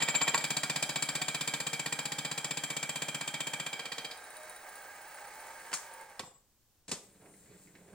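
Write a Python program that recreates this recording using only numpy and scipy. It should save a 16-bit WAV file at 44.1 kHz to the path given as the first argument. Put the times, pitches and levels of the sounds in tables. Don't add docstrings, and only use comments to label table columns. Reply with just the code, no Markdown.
import sys
import numpy as np
from scipy import signal
from scipy.fft import rfft, irfft, next_fast_len
from scipy.io import wavfile
from scipy.ndimage import uniform_filter1d

SR = 44100
rng = np.random.default_rng(int(sys.argv[2]) if len(sys.argv) > 2 else 0)


def generate_wav(sig):
    pcm = np.round(np.clip(np.atleast_2d(sig).T, -1, 1) * 32767).astype(np.int16)
    wavfile.write(sys.argv[1], SR, pcm)


def voltage_ratio(level):
    return 10 ** (np.asarray(level, float) / 20)


N = 350154
T = np.arange(N) / SR


def evened(x):
    return x / np.sqrt(np.mean(x ** 2) + 1e-20)


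def read(points, hz):
    f, value = np.transpose(points)
    return np.interp(np.log(hz + 1), np.log(f + 1), value)


def curves(rows):
    s, *columns = np.transpose(rows)
    gate = np.clip(np.minimum(T - s[0] + 1e-3, s[-1] - T) * 50, 0, 1)
    return gate, [np.interp(T, s, c) for c in columns]


def colour(x, points):
    log_gain = np.log(voltage_ratio(read(points, abs(np.fft.fftfreq(4096, 1 / SR)))))
    taps = np.fft.ifft(np.exp(np.conj(signal.hilbert(log_gain)))).real[:2048]
    return signal.oaconvolve(x, taps / np.linalg.norm(taps))[:len(x)]


def ring(x, modes):
    out = np.zeros(len(x))
    for hz, width, db in modes:
        r = np.exp(-np.pi * abs(width) / SR)
        c = r * np.cos(2 * np.pi * hz / SR)
        level = voltage_ratio(db) * np.sqrt(2 * (1 - r * r))
        out += level * signal.lfilter([1, -c], [1, -2 * c, r * r], x)
    return out


def wobble(hz):
    return evened(ring(rng.standard_normal(N), [(0, hz, 0)]))


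def bursts(times, dbs, rise, length, alike, hold=0):
    t = np.arange(4000) / SR
    out = np.zeros(N + 4000)
    noise, grit = rng.standard_normal((len(times) + 1, len(t), 2)).transpose(2, 0, 1)
    noise = noise * voltage_ratio(2.65 * evened(uniform_filter1d(grit, size=40)))
    alike = np.clip(alike, 0, 1)

    def shape(span):
        return np.minimum(t / rise, 1) ** 2 * np.exp(-np.maximum(t - rise - hold, 0) / abs(span))

    usual = shape(np.median(length))
    pattern = usual * noise[0]
    for _ in range(3):
        pattern = irfft(np.exp(1j * np.angle(rfft(pattern))))
        pattern *= usual / np.sqrt(uniform_filter1d(pattern ** 2, size=80) + 1e-12)
    pattern *= np.linalg.norm(usual) / np.linalg.norm(pattern)
    for s, db, span, fresh in zip(times, dbs, length * np.ones(len(times)), noise[1:]):
        at = max(round((s - rise / 2) * SR), 0)
        mixed = alike * pattern + np.sqrt(1 - alike ** 2) * shape(span) * fresh
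        out[at:at + len(t)] += voltage_ratio(db) * mixed
    return out[:N]


def pushes(times, dbs, length):
    train = np.zeros(N)
    train[np.round(times * SR).astype(int)] = voltage_ratio(dbs)
    pulse = np.diff(np.hanning(round(length * SR) + 2)) * length * SR
    return signal.oaconvolve(train, pulse)[:N]


def blows(rows, body):
    s, db, length = np.transpose(rows)
    return colour(bursts(s, db - 12, rise=.0015, length=length, alike=0.69), body)


def whistle(hz, width):
    phase = 2 * np.pi * np.cumsum(hz + width * wobble(hz=157)) / SR
    return np.sin(phase) * voltage_ratio(3.6 * wobble(hz=25) + 4.0)


# (frequency [Hz], likeness [0-1])
LIKENESS = [(25, .55), (60, .85), (150, .995), (550, .97), (1650, .75), (4000, .2), (8000, .05)]


def diffuse(db, size):
    hz = np.fft.rfftfreq(512, 1 / SR)[:, None]
    t = np.arange(size // 128 + 5) * 128 / SR
    a, b, c, d = rng.standard_normal((len(t), len(hz), 4)).T
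    same = np.clip(read(LIKENESS, hz), -1, 1)
    left = a + 1j * b
    right = same * left + np.sqrt(1 - same ** 2) * (c + 1j * d)
    z = np.array([left, right]) * voltage_ratio(db(hz, t))
    return signal.istft(z, nperseg=512, noverlap=384)[1][:, :size]


# (time [s], peak [dB])
HEAVY = [(.003, -29), (0.0216, -20), (0.0846, -20.5), (0.1495, -20.5), (0.214, -20), (0.2775, -20),
         (0.344, -20.5), (0.407, -33)]
# (time [s], peak [dB], relative tip squeal [dB])
FIRST_BITE = (.376, -26, -12.5)
# (time [s], peak [dB], relative tip squeal [dB])
BITES = [(0.44, -20.5, -10), (0.504, -21, -9), (0.567, -21, -10), (0.633, -20.5, -12.5),
         (0.697, -21, -13.5), (0.759, -21, -15), (0.825, -20.5, -10), (0.892, -21, -14.5),
         (0.958, -21, -14.5), (1.023, -20.5, -11.5), (1.088, -21.5, -14), (1.152, -21, -14),
         (1.216, -21, -13), (1.282, -21, -17), (1.345, -21.5, -14), (1.409, -22, -10), (1.475, -21.5, -16),
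         (1.537, -21, -15), (1.602, -24, -14), (1.667, -23, -11.5), (1.731, -22.5, -14),
         (1.794, -23.5, -14), (1.86, -22, -14), (1.924, -23.5, -11.5), (1.989, -23.5, -13),
         (2.054, -23.5, -13.5), (2.119, -24, -9.5), (2.184, -23, -16), (2.248, -23.5, -16.5),
         (2.313, -24, -11.5), (2.377, -24, -10), (2.444, -23, -13), (2.508, -23, -15.5),
         (2.571, -22.5, -14), (2.636, -22.5, -12.5), (2.702, -23.5, -10), (2.766, -22, -12),
         (2.828, -22, -14.5), (2.892, -23.5, -11), (2.957, -22, -12), (3.019, -22, -11.5),
         (3.083, -23, -12), (3.145, -22, -15.5), (3.21, -24, -17), (3.276, -23.5, -11),
         (3.34, -23.5, -15.5), (3.404, -23.5, -13), (3.469, -23.5, -12.5), (3.534, -23.5, -13),
         (3.598, -24, -15), (3.663, -23, -15), (3.729, -25.5, -18), (3.793, -25.5, -21.5),
         (3.854, -27, -20), (3.919, -28, -15), (3.981, -27, -16.5), (4.046, -27, -20.5),
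         (4.11, -31.5, -15.5)]
# (time [s], edge [dB], contact [dB], clamp ring [dB], crunch [dB])
CUT = [(.37, -2, -0.5, -34, 3), (.5, -3.5, -1, -35, 2), (1.3, -2.5, -2, -28.5, -0.5),
       (1.6, -2.5, -2, -23.5, -1), (2.3, -3.5, 0, -23.5, 0.5), (2.8, -4, -2, -25.5, -4.5),
       (3.6, -3, -3.5, -31.5, -5.5), (3.78, -3.5, -10, -21, -2.5), (3.93, -2.5, -8.5, -19, 2.5),
       (4.05, -4.5, -8.5, -18, 2.5), (4.12, -7, -16, -26, 11)]
# (table thump [dB], part knock [dB], tip squeal [dB], clamp ring [dB], crunch [dB])
HEAVY_SHARE = (-32.5, -14.5, -16, -27.5, -2.5)
LATER_SHARE = (-26, -20.5, -9.5, -2.5, 0.25)
# (bite [dB], thump [dB], knock [dB], squeal [dB])
SCATTER_DB = (.3, .9, 3, .6)


def cut():
    later_s, peak_db, squeal = np.transpose([FIRST_BITE] + list(BITES))
    at, *columns = np.transpose(CUT)
    edge, contact, clamp, crunch = (np.interp(later_s, at, c) for c in columns)
    later_db = peak_db + edge
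    squeal = 0.58 * (squeal - np.median(squeal)) + 0.36 * contact
    later = np.array([contact, 0 * later_db, squeal, clamp, crunch]).T + LATER_SHARE
    heavy_s, heavy_db = np.transpose(HEAVY)
    shares = np.r_[np.tile(HEAVY_SHARE, (len(HEAVY), 1)), later].T
    luck = (rng.standard_normal((shares.shape[1], len(SCATTER_DB))) * SCATTER_DB).T
    s = np.r_[heavy_s, later_s]
    db = np.r_[heavy_db, later_db] + luck[0]
    return s, db, *(shares[:3] + luck[1:]), *shares[3:]


# (frequency [Hz], width [Hz], level [dB])
TABLE = [(145.3, 39.6, -2), (214, 28.4, -9), (290.5, 35, -8)]
CLAMP = [(463.7, 23, 7), (343, 87, -18.5)]
PART = [(786, 4.7, -29.5), (934, 23, -0.5), (1095, 51, -1.5), (1411, 19, -8), (1614, 18, -10.5),
        (1867, 120, 3.5)]
BAR = [(2290, 20, -6), (2325, 19, -12), (2372, 20, -2), (3170, 40, -2), (3320, 80, -7), (3565, 40, -9)]
TIP = [(6166, 71, -19), (7430, 28, -7), (7556, 46, -1), (7920, 38, -9), (9940, 62, -13.5),
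       (11400, 150, -28)]
# (frequency [Hz], width [Hz], level [dB])
CRUNCH = [(4840, 180, -0.5), (4470, 320, -3), (3956, 130, -3.5)]
SING = [(7349, 38, -6)]
STEM = [(3166, 20, -14), (2371, 14, -22)]
# (frequency [Hz], level [dB per Hz])
SHEAR = [(120, -29.5), (200, -4.5), (1870, -2.5), (2110, -20), (2330, 8), (2850, -9.5), (3230, -6.5),
         (5200, -29), (6760, -35.5), (11400, -120)]
RUB = [(3060, -51.5), (5200, -7.5), (6900, -8.5), (7580, -0.5), (8680, -13), (12200, -17), (13300, -33),
       (16000, -12)]


def bites():
    s, db, thump, knock, squeal, clamp, crunch = cut()
    chip = bursts(s - .001, db - 4.5, rise=.004, hold=0.004, length=0.0047, alike=0.85)
    chip += bursts(s + .004, db - 14.0, rise=.006, length=0.033, alike=0.95)
    when, size = rng.random((len(s), 3, 2)).T
    late = .007 + (.032 - .007) * when
    strike_db = db - 11 - 9 * when - 7 * size
    chip += bursts((s + late).ravel(), strike_db.ravel(), rise=.001, length=.0017, alike=.1)
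    knocks = bursts(s - .002, db + knock, rise=0.00407, hold=0.0014, length=0.003, alike=0.93)
    rubs = bursts(s - .001, db + squeal, rise=0.0039, hold=0.001, length=0.0086, alike=0.82)
    heavy = slice(len(HEAVY))
    chip += bursts(s[heavy] - .007, db[heavy] - 7, rise=.002, length=.004, alike=.3)
    singing = bursts(s[heavy], db[heavy] - 7.0, rise=0.0014, hold=0.013, length=0.0066, alike=0.29)
    crunches = bursts(s - .001, db - 4.5 + crunch, rise=.003, hold=0.0017, length=0.013, alike=0.15)
    push = pushes(s - .003, db + thump, length=0.0027)
    table = sum(ring(ring(push, [mode]), [mode]) for mode in TABLE)
    sound = voltage_ratio(-25.0) * table
    sound += voltage_ratio(-12.5) * ring(pushes(s - .002, db + clamp, length=0.0011), CLAMP)
    sound += voltage_ratio(-0.5) * ring(knocks, PART)
    sound += voltage_ratio(-8.5) * ring(chip, BAR)
    sound += voltage_ratio(-3.5) * ring(rubs, TIP)
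    sound += voltage_ratio(-13) * ring(crunches, CRUNCH)
    sound += ring(singing, SING)
    sound += ring(pushes(s + .003, db + 3 * s, length=.00015), STEM)
    sound += voltage_ratio(-6.5) * colour(chip, SHEAR) + voltage_ratio(-2.0) * colour(rubs, RUB)
    return signal.lfilter(*signal.iirnotch(5380, 14, SR), sound)


# (time [s], gear noise [dB], drive whine [dB])
SPINDLE = [(0, -52, -59), (.4, -50.5, -72), (2, -52, -72), (4, -52.5, -75), (4.3, -52, -70), (5, -52, -63),
           (5.7, -51, -70), (5.99, -54, -68), (6.03, -56.5, -71.5), (6.07, -59, -95), (6.18, -58, -99),
           (6.35, -90, -105)]
# (time [s], frequency [Hz])
QUILL = [(0, 910), (.4, 760), (1.4, 760), (2, 820), (3.9, 795), (4.2, 770), (4.4, 638), (4.68, 850),
         (4.95, 796), (5.3, 864), (5.7, 955), (5.9, 890), (6.35, 828)]
# (frequency [Hz], level [dB per Hz])
GEARS = [(35, -52), (60, -24), (250, -18), (480, -6), (1060, -3), (1620, -2), (2200, -4), (2400, -11.5),
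         (3500, -17), (8710, -11.5), (9570, -16), (12100, -27), (16000, -10.5)]
# (frequency [Hz], width [Hz], level [dB])
HOUSING = [(490, 14, -11), (544, 9.5, -3), (625, 9.6, 4.5), (742.4, 13, 3.5), (821.8, 14.5, 3),
           (861, 16, -0.5), (905.6, 17, 3.5), (1246, 24, 4.5), (1108, 28.8, -20), (1552, 27, 6.5),
           (1618, 22, 7.5), (1720, 30, -10.5), (2152, 25, 2), (9270, 45, -4)]
WHINE = [(15530, 8, -4), (15655, 4, -5.5), (15520, 18, 8), (15330, 250, 1.5)]
# (time [s], level [dB])
COAST = [(5.8, -75), (5.88, -61), (6.02, -52.5), (6.1, -61), (6.19, -74)]
# (frequency [Hz], width [Hz], level [dB])
COAST_MODES = [(534, 26, -3), (890, 30, 1), (1130, 30, -6), (2135, 26, -7)]


def spindle():
    gate, (gear_db, whine_db) = curves(SPINDLE)
    best_hz = curves(QUILL)[1][0]
    rattle = rng.standard_normal(N) * voltage_ratio(1.11 * wobble(hz=60.5) + 0.32 * np.sin(2 * np.pi * 11.0 * T))
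    housing = ring(rattle, HOUSING[7:])
    for mode in HOUSING[:7]:
        favour_db = 11 * np.exp(-((mode[0] - best_hz) / 55) ** 2)
        housing += voltage_ratio(favour_db) * ring(rattle, [mode])
    gears = voltage_ratio(-3.5) * evened(housing) + voltage_ratio(-2) * evened(colour(rattle, GEARS))
    whine = evened(ring(rng.standard_normal(N), WHINE))
    coasting, (coast_db,) = curves(COAST)
    chatter = evened(ring(rattle[::-1], COAST_MODES))
    gears = gears + coasting * voltage_ratio(coast_db - gear_db) * chatter
    return gate * (voltage_ratio(gear_db) * gears + voltage_ratio(whine_db - 0.5) * whine)


# (frequency [Hz], level [dB per Hz])
AIR = [(18, -8.5), (34, -2), (55, 4.5), (93, -19), (2230, -35), (7620, -30), (11600, -36), (14000, -30.5)]


def shop_air():
    return voltage_ratio(-70) * evened(diffuse(lambda hz, t: read(AIR, hz) + 0 * t, size=N))


# (time [s], peak [dB])
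GRAZES = [(4.173, -45), (4.2397, -46), (4.3037, -45), (4.3673, -40), (4.431, -48), (4.4957, -41),
          (4.562, -42), (4.626, -58), (4.691, -41.5), (4.7553, -41), (4.8188, -51), (4.8852, -61),
          (4.948, -62.5), (5.0154, -47.5), (5.0797, -49), (5.1441, -50), (5.2069, -53), (5.2703, -53),
          (5.3361, -54), (5.4025, -47), (5.468, -45), (5.5332, -50), (5.5985, -49.5), (5.6639, -60),
          (5.7352, -49), (5.8644, -52), (5.9368, -44.5), (6.011, -44.5), (6.0979, -51)]
# (frequency [Hz], width [Hz], level [dB])
GRAZED = [(9560, 22, 0), (9400, 200, -12)]
SPRUNG = [(3850, 12, -3)]


def grazes():
    s, db = np.transpose(GRAZES)
    bar_db = -47 - 8 * (s - s[0]) + 0.42 * (db + 40) - 60 * (s > 4.66)
    tick = bursts(s, db, rise=0.00071, length=0.0026, alike=0.78)
    t = T[:2000]
    hz = 9580 + (9150 - 9580) * np.exp(-t / .005)
    chirp = np.sin(2 * np.pi * np.cumsum(hz) / SR) * np.exp(-t / 0.0042) * np.minimum(t / 0.0009, 1)
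    train = np.zeros(N)
    train[np.round(s * SR).astype(int)] = voltage_ratio(db - 5)
    rising = signal.oaconvolve(train, chirp)[:N]
    bar = ring(pushes(s + 0.0023, bar_db, length=.00015), SPRUNG)
    return rising + voltage_ratio(1.0) * ring(tick, GRAZED) + voltage_ratio(-9.0) * tick + bar


# (time [s], peak [dB], length [s])
LATCH = [(5.7289, -24, 0.014), (5.716, -34, 0.016)]
SWITCH = [
    (5.736, -19, 0.019),
]
# (frequency [Hz], level [dB per Hz])
LATCH_BODY = [(88, -40), (150, -11.5), (2180, -6), (2820, -6), (3640, -15), (8170, -12), (12000, -28),
              (15600, -65.5)]
SWITCH_BODY = [(47, -47), (80, -33), (1800, -5.5), (2200, -14), (4560, -9.5), (7740, -2), (14400, -31),
               (15700, -19)]


def switch():
    return blows(LATCH, LATCH_BODY) + blows(SWITCH, SWITCH_BODY)


# (time [s], peak [dB], length [s])
BRAKE = [
    (6.194, -22, 0.0095),
]
# (frequency [Hz], level [dB per Hz])
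BRAKE_BODY = [(45, -31), (95, -1), (536, -5), (1080, -10.5), (3370, -7), (5500, -13), (7630, -14),
              (15700, -33)]
# (frequency [Hz], width [Hz], level [dB])
DRUM = [(517, 38, -26), (1104, 38, -19)]


def brake():
    thump = blows(BRAKE, BRAKE_BODY)
    return thump + ring(thump, DRUM)


# (time [s], frequency [Hz], level [dB])
SQUEAK = [(6.225, 7600, -76), (6.265, 7680, -59.5), (6.31, 7680, -72), (6.335, 7720, -82),
          (6.355, 7740, -72), (6.4, 7670, -79), (6.44, 7620, -89)]


def squeak():
    gate, (hz, db) = curves(SQUEAK)
    return gate * voltage_ratio(db) * (whistle(hz, width=13) + voltage_ratio(-7) * whistle(hz * 0.94, width=20))


# (time [s], peak [dB], length [s])
SETTLE = [
    (6.229, -32.5, .008),
    (6.27, -46, 0.0079),
    (6.31, -52, 0.011),
    (6.357, -55, .008),
]
# (frequency [Hz], level [dB per Hz])
SETTLE_BODY = [(60, -16), (150, 4), (500, -10), (800, -6), (1110, 0), (1500, -24), (4000, -40)]


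def settle():
    return blows(SETTLE, SETTLE_BODY)


# (time [s], peak [dB], length [s])
LEVER = [
    (6.88, -34.5, 0.021),
    (6.891, -35, 0.026),
    (6.914, -19, 0.014),
]
# (frequency [Hz], level [dB per Hz])
LEVER_BODY = [(35, -40), (60, -2.5), (466, -3), (524, -5), (1060, -11.5), (5380, -10), (7630, -5.5),
              (15700, -38)]


def lever():
    return blows(LEVER, LEVER_BODY)


# (time [s], rack rumble [dB], rustle [dB])
CRANK = [(7.02, -65.5, -73), (7.19, -64.5, -82), (7.23, -58, -51), (7.3, -63, -61), (7.4, -62.5, -79),
         (7.52, -57.5, -80), (7.7, -65.5, -80), (7.77, -61.5, -68), (7.97, -59.5, -58)]
# (time [s], hiss [dB], whistle [Hz], whistle [dB])
SLIDE = [(7.02, -62, 8950, -92), (7.1, -73, 9230, -85), (7.3, -69.5, 9270, -75), (7.4, -66, 9400, -76),
         (7.52, -69.5, 9160, -86), (7.63, -63, 9050, -88), (7.7, -71, 9100, -90), (7.77, -70, 9170, -85),
         (7.97, -72, 9250, -78)]
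# (frequency [Hz], level [dB per Hz])
RACK = [(35, -46.5), (60, -4), (184, -2), (238, -18), (410, -18), (1030, -41), (1630, -18), (3500, -19.5),
        (4550, -31), (7700, -120)]
RUSTLE = [(180, -20), (300, -4.5), (760, -4.5), (1190, -19), (1620, -12), (2040, -30), (5000, -32),
          (6500, -77)]
# (frequency [Hz], width [Hz], level [dB])
RACK_MODES = [(185, 23, -4), (188.5, 20, -1), (288, 45, -4), (404, 30, -5), (520, 13, -25)]


def crank():
    gate, (rumble_db, rustle_db) = curves(CRANK)
    hiss_db, whistle_hz, whistle_db = curves(SLIDE)[1]
    rub = rng.standard_normal(N) * voltage_ratio(1.9 * wobble(hz=29.5))
    rumble = voltage_ratio(-5.5) * evened(colour(rub, RACK)) + evened(ring(rub, RACK_MODES))
    rustle = evened(colour(rub, RUSTLE))
    slide_modes = [(7700, 1300, 18), (7600, 60, -10), (8000, 60, -16), (14800, 2500, 7)]
    hiss = evened(ring(rng.standard_normal(N), slide_modes))
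    sound = voltage_ratio(rumble_db - 3.0) * rumble + voltage_ratio(rustle_db - 8.0) * rustle
    sound += voltage_ratio(hiss_db) * hiss + voltage_ratio(whistle_db) * whistle(whistle_hz, width=26)
    return gate * sound


# (time [s], peak [dB], length [s])
TEETH = [(7.0694, -74, 0.01), (7.127, -73, 0.01), (7.21, -58, 0.012), (7.2579, -50, 0.012),
         (7.303, -59, 0.012), (7.338, -51, 0.016), (7.4579, -51, 0.01), (7.4919, -57, 0.012),
         (7.538, -52, 0.012), (7.672, -48, 0.025), (7.7513, -43, 0.016), (7.896, -54, 0.013)]
# (frequency [Hz], level [dB per Hz])
TOOTH = [(59, -37.5), (100, -12), (422, -3), (584, -41), (2040, -7), (3600, -27), (6000, -24), (7800, -58),
         (13200, -120)]


def teeth():
    return blows(TEETH, TOOTH)


# (frequency [Hz], level [dB])
WET = [(150, 0.5), (1000, 0), (3000, -3), (8000, 3)]
# (frequency [Hz], time to fall 60 dB [s])
SHOP = [(100, 0.14), (500, 0.47), (2000, 0.4), (8000, 0.33), (16000, 0.46)]
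# (frequency [Hz], level [dB])
NEAR = [(300, -28), (1000, -13), (3000, -9.5), (8000, -2.5)]


def shop(x):
    tail = diffuse(lambda hz, t: read(WET, hz) - 60 * t / read(SHOP, hz), size=SR // 2)
    tail *= np.clip(T[:SR // 2] / 0.032, 0, 1)
    tail *= voltage_ratio(-6.0) / np.linalg.norm(tail[0])
    near = diffuse(lambda hz, t: read(NEAR, hz) + 0 * t, size=4096)
    near = near * voltage_ratio(-60 * T[:4096] / 0.039)
    tail[:, :len(near[0])] += voltage_ratio(-4.5) * near / np.linalg.norm(near[0])
    return signal.fftconvolve(x[None], tail, axes=1)[:, :N]


# (frequency [Hz], left over right [dB])
LEAN = [(60, 10), (110, -2), (200, -1.5), (380, -4), (700, -2.5), (1290, -4), (2380, -1.5), (4400, -4),
        (8120, 11), (15000, -4.5)]
# (frequency [Hz], lead of left [rad])
LEAD = [(2500, 1.12), (3400, 0.49), (5860, 1.46), (6460, -1.7), (7400, -1.82), (9100, -1.4), (12400, -1.28),
        (15500, -1.5)]


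def ports(x):
    size = next_fast_len(N)
    hz = np.fft.rfftfreq(size, 1 / SR)
    phase = read(LEAD, hz) * np.minimum(hz / LEAD[0][0], 1) ** 2
    half = voltage_ratio(read(LEAN, hz) / 2) * np.exp(.5j * phase)
    return irfft(rfft(x, size) * np.array([half, 1 / half]), size)[:, :N]


def scene():
    stopping = brake() + switch() + settle()
    raising = lever() + teeth()
    machine = bites() + grazes() + spindle() + stopping + raising + squeak() + crank()
    machine = signal.sosfilt(signal.butter(2, 95, "high", fs=SR, output="sos"), machine)
    return ports(machine) + shop(machine) + shop_air()


def top_cut(x):
    return signal.sosfilt(signal.butter(12, 16670, fs=SR, output="sos"), x)


# (frequency [Hz], level under a band's usual [dB])
MUTE = [(10300, -9), (11500, -5), (12700, -2), (13500, 0), (14700, -.2), (15200, -10)]


def record(dry):
    hz, t, z = signal.stft(dry, SR, nperseg=1024)
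    power = (abs(z) ** 2).mean(0) + 1e-16
    band_power = power[:512].reshape(32, 16, -1).mean(1)
    band_db = 10 * np.log10(np.repeat(band_power, 16, axis=0))
    quiet_db = np.minimum(10 * np.log10(uniform_filter1d(power.sum(0), size=9)) + 50, 0)
    limit_db = uniform_filter1d(band_db, size=120) + read(MUTE, hz[:-1, None]) + quiet_db / 2
    below_treble = hz[:-1, None] < MUTE[0][0]
    z[:, :-1] *= (uniform_filter1d(band_db, size=2) > limit_db) | below_treble
    heard = signal.istft(z, SR, nperseg=1024)[1][:, :N]
    edge = signal.firwin(401, 15880, window=("kaiser", 8), fs=SR)
    mix = signal.oaconvolve(heard, edge[None], "same")
    return top_cut(mix)


dry = scene()
out = record(dry)
generate_wav(out)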